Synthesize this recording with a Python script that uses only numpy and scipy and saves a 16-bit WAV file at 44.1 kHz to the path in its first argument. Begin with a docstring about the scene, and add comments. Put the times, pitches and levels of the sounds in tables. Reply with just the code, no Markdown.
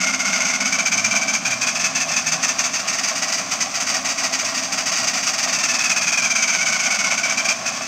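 """In a yard, a big twelve-cylinder diesel generator idles cold, its speed slowly hunting up and down.
Gear teeth strike at the tooth rate and ring steel, big wheel and casing; shaft swings gate them into bursts.
The teeth also whine, flaring wherever a multiple of the tooth rate crosses a resonance of the cover.
Under it each firing shakes the block and puffs into the exhaust stacks, whose tones throb and boom in the pipes."""
import sys
import numpy as np
from scipy import signal
from scipy.fft import rfft, irfft
from scipy.io import wavfile
from scipy.ndimage import uniform_filter1d

SR = 44100
rng = np.random.default_rng(int(sys.argv[2]) if len(sys.argv) > 2 else 0)


def wav_out(sig):
    """Save sig, one row per channel (or a flat mono array), as 16-bit PCM at SR to the path in sys.argv[1]."""
    wavfile.write(sys.argv[1], SR, np.round(np.clip(np.atleast_2d(sig).T, -1, 1) * 32767).astype(np.int16))


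N = 347067
TIME = np.arange(N) / SR  # s

CYLINDERS, GEAR_TEETH = 12, 66
IDLE_RPM = 780  # centre of the hunting
RATTLE_DB = -32  # loose rattle between bursts


def undb(db):
    """Decibels to gain."""
    return 10 ** (np.asarray(db) / 20)


def unit(x):
    """Scale to rms 1."""
    return x / np.sqrt(np.mean(x ** 2))


def curve(table):
    """Join (s, value) rows by straight lines in time."""
    s, value = np.transpose(table)
    return np.interp(TIME, s, value)


def walk(rate_hz):
    """Random wander with spread near 1: straight lines between rate_hz fresh values a second."""
    values = rng.standard_normal(N // 8)
    return 1.2 * np.interp(TIME * rate_hz, np.arange(N // 8), values)


def ring(x, spectrum, size=8192):
    """Pass x through a minimum-phase body with the given (Hz, dB) response."""
    hz, db = np.transpose(spectrum)
    grid_hz = np.maximum(np.arange(size // 2 + 1) * SR / size, 1)
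    response_db = np.interp(np.log(grid_hz), np.log(hz), db)
    # folding the cepstrum makes the response causal
    cepstrum = irfft(np.log(undb(response_db)))
    cepstrum[1:size // 2] *= 2
    cepstrum[size // 2 + 1:] = 0
    impulse = irfft(np.exp(rfft(cepstrum)))
    return signal.fftconvolve(x, impulse)[:N]


def smear(x, t60_s, tail_db):
    """Give every impact a short hissing tail: many small metal parts ringing."""
    decay = np.exp(-2 * np.log(1000) / (t60_s * SR))
    energy = signal.lfilter([1], [1, -decay], x ** 2)
    hiss = np.sqrt(energy) * rng.standard_normal(N)
    return unit(x) + undb(tail_db) * unit(hiss)


def wraps(phase):
    """Samples at which a phase, counted in cycles, begins a new cycle."""
    return np.flatnonzero(np.diff(np.floor(phase)) > 0)


def clicks(at, sizes):
    """Single impacts at the given samples."""
    return np.bincount(np.clip(at, 0, N - 1).astype(int), sizes, N)


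def tone(phase):
    """Unsteady sine on a phase counted in cycles, wandering in level and phase."""
    level = np.sqrt(2) * undb(3.2 * walk(14))
    return level * np.sin(2 * np.pi * (phase + .09 * walk(16)))


def slowness(turns):
    """Turns per second by which the shaft lags behind its mean idle speed."""
    return IDLE_RPM / 60 - turns


def swell(force, late_s, share):
    """Gain near 1 that follows the slams late_s after them; negative late_s leads."""
    shifted = np.interp(TIME - late_s, TIME, force / force.mean())
    return np.maximum(1 + share * (shifted - 1), 0)


def firings(crank, uneven_db, scatter_db, late_s=.0007):
    """One impact per firing, six a turn; strength differs by cylinder and by firing, timing jitters."""
    at = wraps(crank * CYLINDERS / 2)
    cylinder_db = uneven_db * rng.standard_normal(CYLINDERS)
    size, late = rng.standard_normal((N // 100, 2))[:len(at)].T
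    level_db = cylinder_db[np.arange(len(at)) % CYLINDERS] + scatter_db * size
    return clicks(at + late_s * SR * late, undb(level_db))


def exhaust(crank, gas_db=3):
    """Cold cylinders puff unevenly into the stacks, with a rush of turbulent gas."""
    # Stack response. Each row: frequency in Hz, relative level in dB.
    stack_response = [(25, -32), (55, -35), (82, -13), (105, -11.5), (122, -4.5), (148, -8), (175, 1.5),
                      (215, 0.5), (240, 0), (265, -0.5), (305, -8.5), (420, -14.5), (900, -46.5)]
    puffs = np.diff(firings(crank, uneven_db=2.0, scatter_db=3.5), prepend=0)
    gas = rng.standard_normal(N)
    return unit(unit(ring(puffs, stack_response)) + undb(gas_db) * unit(ring(gas, stack_response)))


def throb(crank):
    """Multiples of the shaft rate swell as they glide through the standing waves of the pipes."""
    # Strongest exhaust tones. Each row: multiple of the crankshaft rate, relative level in dB.
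    orders = [(6, -0.5), (9.5, -6), (10, -9), (14.5, -9), (17, -10.5), (18, 4), (19, -6), (20, 0.5),
              (22.5, -1.5), (24, -1.5)]
    # Standing waves in the exhaust pipes. Each row: frequency in Hz, relative level in dB.
    pipe_response = [(72, -20.5), (88, -4), (108, -22), (119, 5.5), (128, -15), (146, -11), (161, 5.5),
                     (178, 1), (208, 3), (226, -1), (241, 2.5), (262, 4.5), (286, 0.5), (315, -15)]
    tones = sum(undb(db) * tone(multiple * crank) for multiple, db in orders)
    return unit(ring(tones, pipe_response))


def boom(crank):
    """Now and then one exhaust tone swells on a standing wave of the pipes, holds, and dies away."""
    # Each row: middle in seconds, length in seconds, multiple of the crankshaft rate, level in dB.
    booms = [(1.024, .35, 10, -47), (1.5, 0.27, 10, -48.5), (2.148, 0.88, 12, -45)]
    out = 0
    for middle_s, length_s, multiple, db in booms:
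        envelope = np.exp(-(2 * (TIME - middle_s) / length_s) ** 4)
        out = out + undb(db) * envelope * tone(multiple * crank)
    return out


def knock(crank, fan_db=-4, lope_db=0.5):
    """Firings shake the block with short crashes, harder on one side of the cycle; fan noise fills the gaps."""
    # Engine block response. Each row: frequency in Hz, relative level in dB.
    block_response = [(200, -30.5), (430, -20.5), (540, -10), (620, -0.5), (673, 5), (705, -2), (760, 0.5),
                      (920, -12), (1080, 0), (1400, -8.5), (1700, -9), (2400, -12), (3500, -14.5),
                      (15000, -38)]
    lope = undb(lope_db * np.sin(np.pi * crank))  # one cycle is two turns
    impacts = lope * firings(crank, uneven_db=2.1, scatter_db=3.0)
    crashes = smear(impacts, t60_s=0.11, tail_db=9.5)
    fan = undb(fan_db) * rng.standard_normal(N)
    return unit(ring(unit(crashes) + fan, block_response))


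def backlash(turns):
    """Force on teeth, casing and wheel: each shaft swing slams gears across their play, sags, and lets go."""
    # Slams, one for each swing of the shaft. Each row: start in seconds, force in dB, hold in seconds.
    bursts = [(0, -22.0, 0.023), (0.026, -21, 0.022), (0.061, -23, 0.048), (0.129, -21.0, 0.018),
              (0.19, -21.5, 0.029), (0.244, -23.0, 0.034), (0.27, -24.5, 0.05), (0.323, -22.0, 0.039),
              (0.353, -24.5, 0.028), (0.395, -21.5, 0.033), (0.445, -22.0, 0.048), (0.49, -24.5, 0.029),
              (0.53, -22, 0.029), (0.599, -22, 0.028), (0.647, -23.0, 0.044), (0.719, -21.0, 0.032),
              (0.782, -21, 0.028), (0.851, -20.5, 0.025), (0.914, -20.5, 0.03), (0.968, -21.5, 0.029),
              (1.038, -20.5, 0.028), (1.104, -22, 0.033), (1.147, -19.5, 0.027), (1.209, -23, 0.025),
              (1.273, -23, 0.034), (1.327, -20.5, 0.031), (1.447, -21.5, 0.033), (1.501, -21.5, 0.034),
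              (1.609, -21, 0.032), (1.663, -21, 0.035), (1.746, -23.0, 0.027), (1.792, -23.5, 0.034),
              (1.835, -20.0, 0.035), (1.947, -21.5, 0.034), (1.996, -21.5, 0.034), (2.079, -26.0, 0.026),
              (2.107, -23.5, 0.037), (2.157, -21.0, 0.032), (2.258, -21.5, 0.03), (2.314, -20, 0.027),
              (2.423, -19.0, 0.027), (2.476, -21.5, 0.032), (2.582, -20, 0.024), (2.632, -21.5, 0.035),
              (2.731, -23.0, 0.037), (2.787, -25.5, 0.021), (2.872, -22.5, 0.033), (2.922, -22.5, 0.025),
              (2.978, -21, 0.016), (3.029, -22.5, 0.026), (3.07, -22, 0.027), (3.151, -24.5, 0.042),
              (3.215, -21.5, 0.029), (3.274, -25.5, 0.031), (3.318, -21.5, 0.031), (3.372, -25, 0.029),
              (3.51, -21.5, 0.029), (3.601, -20.0, 0.026), (3.736, -24, 0.038), (3.797, -22.5, 0.028),
              (3.864, -24.0, 0.04), (3.884, -25.0, 0.043), (3.936, -22, 0.033), (4.043, -22.5, 0.03),
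              (4.084, -23, 0.035), (4.174, -23.5, 0.035), (4.231, -20.5, 0.033), (4.324, -21, 0.03),
              (4.384, -23.0, 0.03), (4.443, -25.0, 0.042), (4.482, -27.5, 0.029), (4.539, -22.5, 0.025),
              (4.571, -24.0, 0.026), (4.622, -26.5, 0.036), (4.718, -22.0, 0.023), (4.771, -23.5, 0.041),
              (4.855, -21.5, 0.038), (4.914, -23, 0.035), (4.951, -26, 0.036), (4.966, -23, 0.05),
              (5.025, -22.5, 0.022), (5.067, -20, 0.028), (5.131, -23, 0.031), (5.166, -23.5, 0.029),
              (5.224, -23.5, 0.03), (5.265, -20, 0.034), (5.328, -23.0, 0.02), (5.377, -20.5, 0.024),
              (5.424, -21, 0.027), (5.477, -21.5, 0.023), (5.523, -20, 0.038), (5.583, -22.0, 0.028),
              (5.628, -18.5, 0.023), (5.681, -20, 0.038), (5.732, -20, 0.025), (5.783, -21.0, 0.037),
              (5.834, -20.0, 0.037), (5.892, -19.0, 0.03), (5.955, -20, 0.029), (6.008, -21, 0.036),
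              (6.064, -20.5, 0.033), (6.118, -20.0, 0.029), (6.169, -20.0, 0.025), (6.215, -23.5, 0.035),
              (6.24, -21, 0.03), (6.297, -20.5, 0.025), (6.348, -21, 0.03), (6.383, -25, 0.026),
              (6.418, -19.5, 0.024), (6.471, -22.5, 0.052), (6.524, -26, 0.024), (6.533, -21, 0.029),
              (6.58, -25.5, 0.025), (6.605, -22, 0.025), (6.653, -21, 0.05), (6.717, -21.5, 0.049),
              (6.788, -22, 0.031), (6.829, -23.0, 0.033), (6.854, -20.5, 0.02), (6.9, -21, 0.04),
              (6.94, -22.5, 0.024), (6.984, -21.5, 0.028), (7.036, -22.5, 0.05), (7.1, -22, 0.047),
              (7.172, -21.5, 0.027), (7.227, -22.5, 0.038), (7.262, -29, 0.025), (7.291, -22.5, 0.04),
              (7.37, -22, 0.038), (7.442, -21.0, 0.018), (7.48, -20.5, 0.04), (7.654, -23.5, 0.039),
              (7.73, -32, 0.056), (7.812, -31.5, 0.042)]
    # Big wheel's singing. Each row: time in seconds, force on the wheel against that on the teeth in dB.
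    singing = [(0, 1.5), (1.05, 4.5), (1.5, 1), (2.5, 4), (2.9, 0), (4.9, -2), (6, 0), (6.35, 4),
               (7.1, -0.5), (7.87, 2)]
    singing_per_slam = 0.53  # dB per dB of slam above the mean
    rise_s, sag_s, release_s = 0.0097, 0.091, 0.024  # sag and release are time constants
    # a slower shaft shakes the casing harder
    weight_db, weight_slow_db = 0.33, .5  # at idle speed; per turn/s slower
    power = np.zeros((3, N))
    usual_db = np.mean([db for _, db, _ in bursts])
    for start_s, db, hold_s in bursts:
        first = int(start_s * SR)
        span = slice(first, first + SR // 5)
        age_s = np.maximum(TIME[span] - start_s, 0)
        rise = np.minimum(age_s / rise_s, 1)
        sag = (hold_s / 2 - age_s) / sag_s
        release = np.maximum(age_s - hold_s, 0) / release_s
        force = undb(db) * rise * np.exp(sag - release)
        casing_db = weight_db + weight_slow_db * slowness(turns[first])
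        wheel_db = np.interp(start_s, *np.transpose(singing)) + singing_per_slam * (db - usual_db)
        power[:, span] += np.outer(undb([0, casing_db, wheel_db]), force) ** 2
    return np.sqrt(power)


def whine(turns, force, swing=0.01118, settle_s=0.024, flutter=.019):
    """Cam gears of both banks whine at multiples of the tooth rate; slams lift the pitch, which then sags."""
    # Each row: multiple of the tooth rate, relative level in dB.
    harmonics = [(2, -5), (3, 2), (4, -1.5), (5, -5)]
    pole = np.exp(-1 / (settle_s * SR))
    jolt = unit(signal.lfilter([1, -1], [1, -pole], force))
    out = 0
    for bank in range(2):
        tooth_hz = GEAR_TEETH * turns * (1 + swing * jolt + flutter * walk(170))
        mesh = np.cumsum(tooth_hz) / SR
        for multiple, db in harmonics:
            phase = multiple * mesh + 0.11 * walk(260)
            out = out + undb(db) * np.sin(2 * np.pi * phase)
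    return unit(out)


def brighten(x, turns, edge_hz=9500, fast_db=.6):
    """Faster teeth tick more brightly: scale the top treble by fast_db per turn/s above idle."""
    highpass = signal.butter(2, edge_hz, "highpass", fs=SR, output="sos")
    top = signal.sosfiltfilt(highpass, x)
    return x + (undb(-fast_db * slowness(turns)) - 1) * top


def tooth_strikes(turns, late_s=.0007, flutter=.02):
    """Each tooth hits one flank, a little early or late and unevenly, then rebounds against the other."""
    mesh = np.cumsum(GEAR_TEETH * turns * (1 + flutter * walk(170))) / SR
    at = wraps(mesh)
    late, size, rebound, rebound_size = rng.standard_normal((N // 20, 4))[:len(at)].T
    hits = clicks(at + late * late_s * SR, undb(3 * np.minimum(size, 2)))
    rebounds = clicks(at + abs(rebound) * 2 * late_s * SR, undb(3 * np.minimum(rebound_size, 2)))
    return hits - rebounds


def gears(turns, forces, steel_db=-0.62, wheel_db=-6.0, casing_db=-4.5, whine_db=-0.66, idle_whine_db=-7.5):
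    """Tooth strikes ring the steel, the big wheel and the casing; the whine rings the cover."""
    # Steel gears, big wheel's close modes, gear casing. Each row: frequency in Hz, relative level in dB.
    steel_response = [(2800, -31.5), (3300, -12), (3750, -13), (4100, -14), (4500, -7), (4780, -1.5),
                      (5080, -5), (5400, -2), (5600, -1), (6100, -2.5), (6750, -8.5), (7100, -7),
                      (7500, -13.5), (15000, -17.5)]
    wheel_response = [(4500, -44.5), (5800, -6), (6200, 5), (6330, -1), (6450, 2.5), (6800, -12.5),
                      (8000, -33.5)]
    casing_response = [(450, -25), (700, -6.5), (900, -7), (1100, -5), (1400, 1), (1520, -1.5), (1700, -7),
                       (1930, -4.5), (2100, 0), (2330, 4), (2620, 2.5), (2900, -7.5), (3500, -8.5),
                       (5000, -25)]
    # Gear shafts and cover. Each row: frequency in Hz, gain in dB.
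    cover_response = [(1200, -11.5), (1400, 0.5), (1520, 0.5), (1620, -6), (1850, 0.5), (2030, -3),
                      (2170, -1.5), (2330, 2), (2600, -0.5), (2800, -12.5), (3200, -9), (4350, -19.5),
                      (4760, 3), (5100, -12.5)]
    on_teeth, on_casing, on_wheel = np.hypot(forces, undb(RATTLE_DB))
    strikes = tooth_strikes(turns)
    steel = unit(ring(smear(strikes, t60_s=.05, tail_db=1), steel_response))
    steel = brighten(steel, turns) * on_teeth
    wheel = unit(ring(smear(strikes, t60_s=.04, tail_db=3), wheel_response)) * on_wheel
    casing = unit(ring(smear(strikes, t60_s=.04, tail_db=-7), casing_response)) * on_casing
    # loaded teeth whine far more than loose ones
    load = np.hypot(forces[1], undb(RATTLE_DB + idle_whine_db))
    cover = ring(whine(turns, forces[0]) * load, cover_response)
    struck = undb(steel_db) * steel + undb(wheel_db) * wheel + undb(casing_db) * casing
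    return struck + undb(whine_db) * cover


def scene(inertia_s=0.57):
    """One crankshaft drives exhaust, block and gears."""
    # Crankshaft speed. Each row: time in seconds, turns per minute.
    speed = [(0, 644), (.5, 650), (.9, 700), (1.3, 700), (1.55, 730), (1.8, 783), (2.3, 797), (2.8, 836),
             (3.4, 886), (3.9, 870), (4.4, 863), (4.9, 872), (5.4, 852), (5.7, 800), (6.1, 744), (6.6, 679),
             (7.15, 666), (7.87, 800)]
    # Engine effort. Each row: time in seconds, level of the exhaust tones in dB.
    effort = [(0, -38.5), (1.25, -36.5), (1.8, -44), (3.5, -45), (4.7, -42), (6, -46.5), (6.8, -45.5),
              (7.87, -42)]
    rush_db, knock_db = -40.5, -32.5  # knock at steady speed
    knock_pull_db = 0.3  # per turn/s gained in a second: knocks harder pulling up to speed
    exhaust_lead_s, exhaust_share = .006, .1  # exhaust swells just before a slam
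    block_lag_s, block_share = 0.021, 0.13  # block shakes harder just after
    turns = curve(speed) / 60  # per second
    crank = np.cumsum(turns) / SR
    pull = uniform_filter1d(np.gradient(turns) * SR, int(inertia_s * SR))
    forces = backlash(turns)
    stacks = undb(rush_db) * exhaust(crank) + undb(curve(effort)) * throb(crank) + boom(crank)
    stacks = stacks * swell(forces[0], -exhaust_lead_s, exhaust_share)
    block = undb(knock_db + knock_pull_db * pull) * knock(crank)
    block = block * swell(forces[0], block_lag_s, block_share)
    return (stacks + block + gears(turns, forces))[None]


def record(dry, bass_cut_hz=70, top_hz=15550):
    """A small microphone with thin bass and a dull top rounds the tallest peaks; a steep cut-off ends it."""
    # Microphone treble. Each row: frequency in Hz, gain in dB.
    treble_response = [(7500, 0.5), (8500, -1.5), (9200, -10), (9800, -20.5), (10800, -21.5),
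                       (12000, -15.5), (15000, -16)]
    bass_cut = signal.butter(3, bass_cut_hz, "highpass", fs=SR, output="sos")
    heard = signal.sosfilt(bass_cut, ring(dry[0], treble_response))
    rounded = np.tanh(heard / 2) * 2
    top_cut = signal.ellip(10, .2, 80, top_hz, fs=SR, output="sos")
    return signal.sosfilt(top_cut, rounded)[None]


dry = scene()
out = record(dry)
wav_out(out)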